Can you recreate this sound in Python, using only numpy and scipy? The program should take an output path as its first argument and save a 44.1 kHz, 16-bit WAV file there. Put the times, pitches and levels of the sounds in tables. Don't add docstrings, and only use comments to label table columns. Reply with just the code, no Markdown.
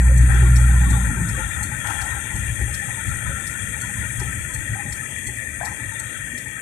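import sys
import numpy as np
from scipy import signal
from scipy.fft import rfft, irfft
from scipy.io import wavfile
from scipy.ndimage import uniform_filter1d

SR = 44100
rng = np.random.default_rng(int(sys.argv[2]) if len(sys.argv) > 2 else 0)


def bounce(signal):
    frames = np.transpose(np.atleast_2d(signal))
    limited = np.clip(frames, -1, 1)
    pcm = np.round(limited * 32767).astype(np.int16)
    wavfile.write(sys.argv[1], SR, pcm)


def boost_factor(decibels):
    exponent = np.asarray(decibels, float) / 20
    return 10 ** exponent


N = 291501


def evened(x):
    return x / np.sqrt(np.mean(x ** 2) + 1e-20)


def read(points, hz):
    f, value = np.transpose(points)
    return np.interp(np.log(hz + 1), np.log(f + 1), value, left=value[0] - 40, right=value[-1] - 40)


def curves(rows):
    s, *columns = np.transpose(rows)
    return [np.interp(np.arange(N) / SR, s, c) for c in columns]


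def bursts(rows, rise):
    t, power = np.arange(0, N + 64, 64) / SR, 0
    for s, length, *db in rows:
        u = (t - s) / length
        fall_db = 11 * np.clip(u - rise, 0, 9)
        shape = np.clip(u / rise, 0, 1) * boost_factor(-fall_db)
        power = power + (boost_factor(np.array(db))[:, None] * shape) ** 2
    return [np.interp(np.arange(N) / SR, t, p) for p in power]


def add(mix, s, sound):
    part = mix[:, round(s * SR):][:, :sound.shape[1]]
    part += sound[:, :part.shape[1]]


def modes_db(modes, hz):
    power = sum(boost_factor(2 * db) / (1 + ((hz - f) / (w / 2)) ** 2) ** 2 for f, w, db in modes)
    return 10 * np.log10(power + 1e-12)


def noise(shape_db, size, patchy_db, flicker_db, likeness=None):
    hop = size // 4
    frames, hz = N // hop + 5, np.fft.rfftfreq(size, 1 / SR)
    patches, *parts = rng.standard_normal((frames, len(hz), 5 if likeness else 3)).T
    patches = uniform_filter1d(patches, size=8, axis=0)
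    patches = evened(uniform_filter1d(patches, size=8, axis=1))
    flicker = evened(uniform_filter1d(rng.standard_normal(frames), size=3))
    z = np.array([parts[0] + 1j * parts[1]])
    if likeness:
        same = np.clip(np.interp(hz, *np.transpose(likeness)), 0, 1)[:, None]
        other = parts[2] + 1j * parts[3]
        z = np.array([z[0], same * z[0] + np.sqrt(1 - same ** 2) * other])
    z *= boost_factor(shape_db(hz)[:, None] + patchy_db * patches + flicker_db * flicker)
    return evened(signal.istft(z, nperseg=size, noverlap=size - hop)[1][:, :N])


def engine():
    # (time [s], firing rate [Hz], boom level [dB])
    firing = [
        (0.0, 59, -13.5),
        (0.06, 62.34, -11),
        (0.42, 61.67, -13.5),
        (0.52, 61.23, -12),
        (0.86, 62.18, -13.5),
        (1.03, 59.2, -21),
        (1.13, 58.07, -28.5),
        (1.29, 56.9, -26),
        (1.36, 53.4, -36),
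        (1.44, 55.7, -24),
    ]
    # (time [s], level [dB])
    second_order = [(0.0, -31), (0.13, -20.5), (0.35, -21.5), (0.6, -18.5), (0.8, -24), (0.95, -25),
                    (1.05, -31), (1.2, -32), (1.3, -34), (1.44, -40)]
    # (time [s], third order [dB], fourth order [dB], exhaust hanger mode [dB])
    mounts = [(0.0, -31, -50, -50), (0.15, -48, -47, -31), (0.3, -43, -56, -41), (0.5, -38, -56, -33),
              (0.68, -48.5, -44.5, -36), (0.88, -36, -41, -31), (1.03, -32.5, -42, -47),
              (1.12, -37, -43, -46), (1.24, -30, -48, -55), (1.4, -53, -50, -55)]
    t = np.arange(N) / SR
    hz, first_db = curves(firing)
    turn = 2 * np.pi * np.cumsum(hz) / SR
    second_db = curves(second_order)[0]
    third_db, fourth_db, hanger_db = curves(mounts)
    boom = boost_factor(first_db) * np.cos(turn) + boost_factor(second_db) * np.cos(2 * turn + 0.06)
    boom += boost_factor(third_db) * np.cos(3 * turn + 3.8) + boost_factor(fourth_db) * np.cos(4 * turn)
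    hanger_hz = 163.8
    boom += boost_factor(hanger_db) * np.cos(2 * np.pi * hanger_hz * t)
    uneven = 1 + .05 * evened(uniform_filter1d(rng.standard_normal(N), size=900))
    fade = np.clip((firing[-1][0] + 0.12 - t) / 0.23, 0, 1)
    return np.sqrt(2) * boom * uneven * fade * boost_factor([[.1], [-.1]])


def road():
    # (time [s], roughness [dB])
    surface = [(0.0, -33.5), (0.4, -24), (0.9, -28), (1.3, -28), (1.8, -38), (2.5, -34.5), (3.4, -43.5),
               (4.2, -35.5), (4.7, -40), (5.1, -39.5), (5.9, -45.5), (6.61, -50)]
    # (time [s], length [s], floor thump [dB], shell thump [dB])
    bumps = [(0.26, 0.17, -37, -43), (0.86, 0.11, -36, -24.5), (1.18, 0.16, -49, -26.5),
             (1.52, 0.24, -33, -50), (2.0, 0.063, -31.5, -53), (2.1, 0.09, -56, -49),
             (2.33, 0.15, -28.5, -35), (2.47, 0.1, -34, -45), (2.58, 0.12, -31, -33),
             (2.87, .08, -31.5, -45), (3.05, 0.13, -28.5, -36), (3.23, 0.3, -36, -35.5),
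             (3.58, 0.27, -34, -36), (3.92, 0.35, -31, -40), (4.15, 0.3, -32, -38),
             (4.52, 0.18, -32.5, -57), (4.68, 0.15, -31.5, -35), (4.85, 0.06, -29.5, -29.5),
             (5.26, 0.082, -35, -49), (5.58, 0.12, -37.5, -47), (5.69, 0.09, -42, -42),
             (5.8, 0.22, -36, -46), (6.14, 0.28, -38.5, -44), (6.46, .08, -44, -48)]
    # (frequency [Hz], density [dB per Hz])
    rumble = [(20, -34), (45, -22), (58, -3.5), (68, 1), (82, -8), (100, -1), (122, -1.5), (150, -23)]
    # (frequency [Hz], density [dB per Hz])
    shell_drone = [(80, -67), (120, 2), (160, -1), (200, -3.5), (260, -16), (350, -18.5)]
    # (frequency [Hz], density [dB per Hz])
    tyre_roar = [(150, -17), (250, 1.5), (400, -9), (550, -7), (700, -14.5), (1200, -18.5), (2000, -22.5),
                 (3000, -28.5)]
    # (frequency [Hz], likeness [0-1])
    same_ports = [(30, 1), (100, 0.64), (200, 0.74), (350, 0.88), (700, 0.49), (2000, .1)]
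    drone_share, roar_share = 0.53, 0.035
    load_db, lift_s, fall_db_per_s = -31, 0.96, 13

    rough_db = curves(surface)[0] + 40
    floor_thump, shell_thump = bursts(bumps, rise=0.12)
    load = boost_factor(load_db - fall_db_per_s * np.maximum(np.arange(N) / SR - lift_s, 0))
    floor = np.sqrt(boost_factor(rough_db - 42.0) ** 2 + floor_thump)
    shell = np.sqrt(boost_factor(drone_share * rough_db - 43.0) ** 2 + shell_thump + load ** 2)
    tyres = np.sqrt(boost_factor(roar_share * rough_db - 48.5) ** 2 + (boost_factor(-17.5) * load) ** 2)

    deep = noise(lambda f: read(rumble, f), 4096, patchy_db=1.5, flicker_db=2.0, likeness=same_ports)
    drone = noise(lambda f: read(shell_drone, f), 4096, patchy_db=1.5, flicker_db=-0.5, likeness=same_ports)
    roar = noise(lambda f: read(tyre_roar, f), 1024, patchy_db=2.0, flicker_db=0.5, likeness=same_ports)
    deep = boost_factor(4.0) * floor * deep
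    upper = boost_factor(-1.35) * shell * drone + boost_factor(1.5) * tyres * roar
    return deep * boost_factor([[2.2], [-2.6]]) + upper * boost_factor([[.6], [-.6]])


def vent():
    # (time [s], flow [dB], buffeting [dB])
    air = [(0.0, -35, -63), (0.3, -34, -31), (1.0, -32.5, -31.5), (1.7, -34, -34.5), (2.1, -33.5, -38),
           (2.5, -33, -43), (3.3, -33.5, -33.5), (4.1, -33, -39.5), (4.8, -35.5, -41.5), (5.2, -34.5, -58),
           (5.6, -36.5, -49), (6.1, -36, -36.5), (6.61, -38.5, -81)]
    # (time [s], length [s], low duct [dB], throat [dB])
    gusts = [(0.0, 0.29, -38.5, -36), (0.28, 0.36, -36.5, -26.5), (0.7, 0.69, -41.5, -60),
             (0.92, 0.15, -37.5, -29.5), (1.37, 0.16, -41, -27.5), (1.56, 0.08, -37.5, -27),
             (1.84, 0.37, -32, -27.5), (2.88, 0.14, -42.5, -46), (3.08, .08, -57, -30),
             (3.25, 0.24, -68, -30), (3.82, 0.22, -51, -46), (4.02, .06, -58, -49), (4.19, 0.17, -45, -48),
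             (4.75, 0.24, -44, -58), (5.605, 0.16, -37.5, -60), (6.13, 0.066, -65, -32.5),
             (6.56, 0.041, -55, -34)]
    # (time [s], level [dB])
    draught = [(0.0, -46), (0.3, -38.5), (1.4, -37), (1.7, -38), (2.2, -42), (2.5, -48), (2.68, -39),
               (3.3, -41), (4.3, -39.5), (5.1, -40.5), (5.25, -54), (5.38, -50), (5.48, -43.5), (6.2, -41),
               (6.45, -47), (6.6, -40)]
    # (frequency [Hz], width [Hz], level [dB])
    duct_modes = [(1778.2, 39.4, 7.5), (1850, 24, 6.5), (1933, 147, 0.5), (2362, 260, -5),
                  (4260, 110, -26.5), (4864, 360, -30.5), (5810, 500, -29.5)]
    # (frequency [Hz], width [Hz], level [dB])
    throat_modes = [(1385, 49, 8.5), (1510, 35, 2.5)]
    # (frequency [Hz], width [Hz], level [dB])
    gust_modes = [(837, 155, 1), (1010, 53, 1.5), (1095, 22, 3)]
    # (frequency [Hz], width [Hz], level [dB])
    pipe_modes = [(1574, 43, 2), (1311, 34, -0.5)]
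    # (frequency [Hz], density [dB per Hz])
    hiss_shape = [(5000, -24), (5500, -36), (5780, -24), (5940, -15), (6100, -5), (6250, -1), (6850, -2.5),
                  (7600, 1.5), (8700, 5), (9300, 2), (10400, -8), (11200, -7), (12200, -16), (13300, -14),
                  (14000, -19), (14400, -23)]
    duct_share, calm_gust_db, gust_into_duct_db = 0.34, -17, -4.5
    notch_hz, notch_width_hz, notch_db = 2960, 130, -18

    def duct_db(f):
        return modes_db(duct_modes, f) + notch_db * np.exp(-((f - notch_hz) / notch_width_hz) ** 2)

    duct = noise(duct_db, 1024, patchy_db=0.53, flicker_db=-1.7)[0]
    throat = noise(lambda f: modes_db(throat_modes, f), 1024, patchy_db=2.2, flicker_db=.6)[0]
    gust = noise(lambda f: modes_db(gust_modes, f), 1024, patchy_db=2.6, flicker_db=.8)[0]
    pipe = noise(lambda f: modes_db(pipe_modes, f), 1024, patchy_db=3.5, flicker_db=-1.9)[0]
    hiss = noise(lambda f: read(hiss_shape, f), 512, patchy_db=1.07, flicker_db=0.44)[0]

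    flow_db, buffet_db = curves(air)
    low_gust, throat_gust = bursts(gusts, rise=0.067)
    push = np.sqrt(low_gust * throat_gust)
    duct_level = np.sqrt(boost_factor(duct_share * (flow_db + 36.5) - 35.5) ** 2 + boost_factor(gust_into_duct_db) ** 2 * push)
    hum = boost_factor(5.5) * duct_level * duct
    hum += boost_factor(-4.0) * np.sqrt(boost_factor(buffet_db) ** 2 + throat_gust) * throat
    hum += boost_factor(0.5) * np.sqrt(boost_factor(buffet_db + calm_gust_db) ** 2 + low_gust) * gust
    hum += np.sqrt(boost_factor(curves(draught)[0]) ** 2 + boost_factor(-6.0) ** 2 * throat_gust) * pipe
    hiss = boost_factor(flow_db + 4.5) * np.sqrt(1 + boost_factor(28.0) ** 2 * push) * hiss
    around = boost_factor(-33) * np.roll(hum, shift=5)
    return np.array([hum + hiss, around])


def louvres():
    # (time [s], level [dB])
    edge_air = [(0.0, -77), (0.18, -56), (0.4, -55), (1.01, -47), (1.14, -56), (1.54, -49), (1.63, -57),
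                (1.86, -53.5), (2.06, -50.5), (2.7, -57), (2.85, -53), (4.08, -54), (4.3, -60), (5.7, -60),
                (5.92, -51), (6.6, -65)]
    # (frequency [Hz], width [Hz], level [dB])
    edge_modes = [(3550, 105, -1), (3805, 124, -8), (3850, 210, -15)]
    edge = noise(lambda f: modes_db(edge_modes, f), 1024, patchy_db=4.0, flicker_db=0.4)[0]
    return boost_factor(curves(edge_air)[0] + 4.0) * edge * boost_factor([[0], [-40]])


def swirl():
    # (time [s], strength [dB])
    eddies = [(0.0, -60), (0.29, -53), (0.36, -46), (0.5, -52.5), (1.14, -53), (1.2, -56), (1.43, -49.5),
              (1.76, -55.5), (1.87, -45), (2.11, -50.5), (3.77, -52.5), (4.06, -50.5), (4.72, -53.5),
              (4.98, -56.5), (5.13, -48.5), (5.53, -59.5), (6.17, -51), (6.6, -54.5)]
    # (frequency [Hz], width [Hz], level [dB])
    upper_duct = [(2733, 38, 0.5), (3293, 160, -4.5), (3130, 80, -12)]
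    spill_mode = [(2960, 200, 0)]  # (frequency [Hz], width [Hz], level [dB])
    spill_db, spill_share = -74, 1.8
    strength_db = curves(eddies)[0]
    ringing = noise(lambda f: modes_db(upper_duct, f), 1024, patchy_db=1.5, flicker_db=-0.86)[0]
    spill = noise(lambda f: modes_db(spill_mode, f), 1024, patchy_db=3, flicker_db=2)[0]
    air = boost_factor(strength_db + 9.0) * ringing + boost_factor(spill_db + spill_share * (strength_db + 59)) * spill
    return air * boost_factor([[0], [-38]])


def cabin():
    # (frequency [Hz], density [dB per Hz])
    cabin_air = [(600, 18), (880, -60), (1200, -29), (1850, -10), (2300, -23), (3300, 1), (3750, -7),
                 (4300, -3), (5200, -6), (5900, -1), (6700, -5), (7600, 0), (8800, -13), (11000, -12),
                 (11800, -8), (14300, -8)]
    air = boost_factor(-54) * noise(lambda f: read(cabin_air, f), 2048, patchy_db=2.5, flicker_db=.8)[0]
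    return np.array([0 * air, air])


def rattle():
    # (time [s], level [dB], ring [Hz])
    firm = [(0.091, -29, 537), (0.151, -30, 1830), (0.318, -41, 883), (0.653, -39, 850.5),
            (0.729, -38, 795), (0.76, -31, 1870), (0.888, -33, 1810), (0.94, -37, 874), (1.169, -40, 915),
            (1.204, -31, 1810), (1.375, -34, 521), (1.48, -37, 2054), (2.055, -43, 1780),
            (2.268, -38, 1830), (2.619, -37, 1855), (2.972, -37.5, 897), (3.288, -30.5, 550),
            (3.58, -38, 1824), (3.737, -46, 903), (4.569, -41, 1820), (4.758, -40, 844),
            (5.262, -28.5, 2014), (5.611, -36, 1785), (6.049, -35, 1875), (6.27, -32, 1740)]
    panel_hz = (880, 1830, 1530, 890, 1950, 2500)
    light_db, spread_db = -44, 4
    out, t = np.zeros((2, N)), np.arange(6000) / SR
    when, strength, pitch = rng.random((60, 3)).T
    light_hz = np.resize(panel_hz, len(when)) * (.97 + .06 * pitch)
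    light = zip(when * N / SR, light_db + spread_db * (2 * strength - 1), light_hz)
    for s, db, hz in list(firm) + list(light):
        shake = 1 + .5 * evened(uniform_filter1d(rng.standard_normal(len(t)), size=400))
        swell = (1 - np.exp(-t / .006)) * boost_factor(-60 * t / .17)
        ring = shake * swell * np.sin(2 * np.pi * hz * t)
        add(out, s, boost_factor(db + 2.5) * ring * boost_factor([[-3], [0]]))
    return out


def relay():
    # (frequency [Hz], width [Hz], level [dB])
    tock = [(4306, 170, -7), (5950, 200, -12), (6330, 250, -6), (7116, 150, -7), (7665, 350, 0),
            (8150, 350, -2), (9453, 200, -16), (10400, 300, -15), (12300, 1500, -23), (13727, 500, -25)]
    # (frequency [Hz], width [Hz], level [dB])
    tick = [(3822, 150, -8), (4349, 250, -4), (5100, 300, -7), (5501, 300, -3), (5900, 250, -4),
            (7342, 350, -1), (7945, 300, -2), (8570, 120, -11), (10034, 250, -4), (10938, 250, -9),
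            (11498, 250, -12), (12900, 2000, -22)]
    # (frequency [Hz], level [dB])
    left_port = [(3000, 5), (4000, 5), (4350, -2), (4650, 5), (5000, 2), (5220, -10), (5450, -3), (5800, 5),
                 (8000, 6), (9000, 17), (11000, 4), (14400, 11)]
    cycle_s, first_tock_s, lamp_off_s = .7274, .1765, .385
    tock_db, tick_db = -29.5, -31
    out, t, hz = np.zeros((2, N)), np.arange(8192) / SR, np.fft.rfftfreq(8192, 1 / SR)
    landing = np.clip(t / .002, 0, 1) * np.exp(-np.maximum(t - .011, 0) / .004)
    tail = boost_factor(-9 - 60 * t / .45) * np.clip(t / .012, 0, 1)
    ports = boost_factor([read(left_port, hz), 0 * hz])
    for k in range(2 * round(N / SR / cycle_s)):
        cycle, closing = divmod(k, 2)
        s = first_tock_s + cycle * cycle_s + closing * lamp_off_s
        db = (tock_db, tick_db)[closing] - 5 + 1.9 * rng.standard_normal()
        case = boost_factor(modes_db((tock, tick)[closing], hz)) + boost_factor(-37) * (hz > 3300)
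        click = irfft(rfft(rng.standard_normal((2, len(t)))) * case * ports)
        add(out, s - .004, boost_factor(db) * click / click[1].std() * (landing + tail))
    return out


def thuds():
    # (time [s], length [s], level [dB], mode [Hz])
    flexes = [(.21, .07, -37, 295), (.39, .12, -42, 365), (.5, .08, -41, 258), (.85, .06, -37, 285),
              (1.08, .06, -34, 285), (1.09, .08, -34, 232), (1.155, .04, -40, 375), (1.195, .04, -40, 345),
              (1.37, .04, -41, 320), (2.33, .06, -44, 320), (6.31, .07, -40, 235)]
    out = np.zeros((2, N))
    for s, length, db, hz in flexes:
        t = np.arange(0, length, 1 / SR)
        thud = np.sin(np.pi * t / length) ** 2 * np.sin(2 * np.pi * hz * t)
        add(out, s, boost_factor(db + 3) * thud * boost_factor([[1], [-1]]))
    return out


def knocks():
    # (time [s], level [dB], ring [Hz], t60 [s], left over right [dB])
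    struck = [(0.343, -31, 366, 0.14, 16), (0.425, -28, 363, 0.14, 27), (0.683, -49, 290, 0.078, 11),
              (0.813, -32, 823, 0.17, 19), (0.918, -31, 325.7, 0.044, 7), (1.098, -41, 296.4, 0.049, 7),
              (1.714, -33.5, 860, 0.11, 22), (1.844, -31.5, 965, 0.087, 33), (1.872, -31, 840, 0.09, 33),
              (1.905, -28, 870, .08, 25), (1.965, -32, 833, 0.074, 21), (2.611, -31.5, 358, 0.093, 12),
              (3.263, -38, 994, 0.12, 28), (4.214, -29, 376, 0.078, 3), (4.754, -31.5, 783, 0.11, 28),
              (5.286, -37.5, 370, 0.11, 13), (5.611, -19.5, 695, 0.04, 29), (5.629, -23.5, 745, 0.04, 29),
              (5.603, -31, 930, .03, 27), (5.641, -38, 680, 0.05, 25), (5.655, -31, 705, 0.055, 25),
              (5.662, -35, 866, 0.068, 25), (5.69, -48, 820, .05, 25), (5.72, -38, 890, .05, 25)]
    # (time [s], level [dB])
    snaps = [(0.345, -39), (1.845, -46), (1.8712, -36), (1.8735, -37), (1.882, -50), (1.896, -48),
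             (1.906, -47), (1.93, -52), (1.958, -51), (1.99, -52), (2.045, -51), (2.07, -53), (5.873, -56)]
    out, t = np.zeros((2, N)), np.arange(8000) / SR
    for s, db, hz, t60, pan_db in struck:
        ring = np.sin(2 * np.pi * hz * t) + .6 * np.sin(2 * np.pi * 2.25 * hz * t)
        ring *= boost_factor(db - 60 * t / max(t60, .01)) * (1 - np.exp(-t / .001))
        right = boost_factor(-pan_db)
        add(out, s, 2 * ring * np.array([[1], [right]]) / (1 + right))
    band = signal.butter(1, [4800, 9500], 'band', fs=SR)
    for s, db in snaps:
        grit = signal.lfilter(*band, rng.standard_normal(len(t)))
        crack = grit * (np.exp(-t / .001) + boost_factor(-25 - 60 * t / .7))
        crack *= signal.windows.tukey(len(t), .002)
        add(out, s, boost_factor(db + 23) * crack * boost_factor([[0], [-32]]))
    return out


def flaps():
    # (time [s], level [dB], mode [Hz])
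    blade = [(.44, -33, 1100), (.56, -42, 1100), (.68, -30, 797), (.75, -33, 1028), (.85, -30, 1121),
             (.92, -29, 1155), (.93, -26, 866), (1.28, -39, 976), (1.34, -35, 1141), (1.385, -29, 864),
             (1.6, -32, 848), (2.15, -30, 832), (2.99, -29, 1434), (3.11, -36.5, 834), (3.24, -30, 1370),
             (3.35, -31, 1363), (3.37, -40, 790), (3.53, -29, 1410), (3.75, -36.5, 837), (3.81, -26, 1434),
             (3.83, -38, 1000), (3.88, -36, 834), (4.02, -26, 1424), (4.19, -36, 1004), (4.24, -42, 780),
             (4.27, -28, 1345), (4.43, -30, 1434), (4.49, -40, 1004), (.52, -50, 950), (.57, -34, 877),
             (.96, -30, 784), (1.04, -37, 555), (1.05, -36, 1000), (1.08, -33, 873), (1.19, -41.5, 1037),
             (1.2, -42, 828), (1.87, -31, 914), (2.05, -51, 1020), (2.3, -35, 836), (2.47, -41, 750),
             (2.58, -47, 830), (2.67, -35, 820), (2.81, -34, 797), (2.87, -38, 837), (2.91, -49, 1040),
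             (3.46, -51, 805), (3.52, -48, 894), (3.95, -41, 1020), (4.02, -41, 950), (4.275, -48, 802),
             (4.78, -27, 820), (4.85, -38, 820), (4.885, -38, 824)]
    flap_s = 0.046
    t, out = np.arange(0, flap_s, 1 / SR), np.zeros((2, N))
    swing = np.sin(np.pi * (t / flap_s) ** 0.9) ** 2
    for (s, db, hz), bend in zip(blade, rng.standard_normal(len(blade))):
        blip = swing * np.sin(2 * np.pi * hz * t * (1 + .02 * bend * t / flap_s))
        add(out, s, boost_factor(db - 1) * blip * boost_factor([[0], [-26]]))
    return out


def scene():
    air = vent() + louvres() + swirl() + cabin()
    trim = rattle() + thuds() + knocks() + flaps()
    return engine() + road() + air + relay() + trim


def gate(x):
    # (frequency [Hz], level [dB per bin])
    quiet = [(1000, -96), (2200, -82), (3000, -80.5), (5600, -80), (8000, -81.5), (9000, -88), (11000, -88),
             (11800, -89), (14500, -90)]
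    wide_from_hz = 8000
    follows = 0.11
    hz, _, z = signal.stft(x, SR, nperseg=2048, noverlap=1536)
    hz = hz[:1024]
    bands = (abs(z[:, :1024]) ** 2).reshape(2, 256, 4, -1).mean(axis=2)
    bands = abs(uniform_filter1d(bands, size=4, axis=2))
    waver_db = 3.5 * evened(uniform_filter1d(rng.standard_normal(bands.shape), size=8, axis=2))
    narrow_db = 10 * np.log10(bands + 1e-20) + waver_db
    broad = bands.reshape(2, 64, 4, -1).mean(axis=2)
    broad_db = np.repeat(10 * np.log10(broad + 1e-20) + waver_db[:, ::4], repeats=4, axis=1)
    wide = (hz[::4] > wide_from_hz)[:, None]
    level_db = np.repeat(np.where(wide, broad_db, narrow_db), repeats=4, axis=1)
    over_db = level_db - read(quiet, hz)[:, None] - np.array([6, 0])[:, None, None]
    loud_db = 10 * np.log10(uniform_filter1d((abs(z) ** 2).sum(axis=(0, 1)), size=20) + 1e-12)
    over_db = over_db - follows * (loud_db - np.median(loud_db))
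    keep = np.pad(np.clip(over_db, .001, 1), ((0, 0), (0, 1), (0, 0)))
    return signal.istft(z * keep, SR, nperseg=2048, noverlap=1536)[1][:, :N]


def top_cut(x):
    return signal.sosfilt(signal.butter(12, 14440, fs=SR, output="sos"), x)


def record(dry):
    low_pass = signal.firwin(511, 14250, window=("kaiser", 9), fs=SR)
    cut = signal.oaconvolve(gate(dry), low_pass[None], "same")
    return top_cut(cut)


dry = scene()
out = record(dry)
bounce(out)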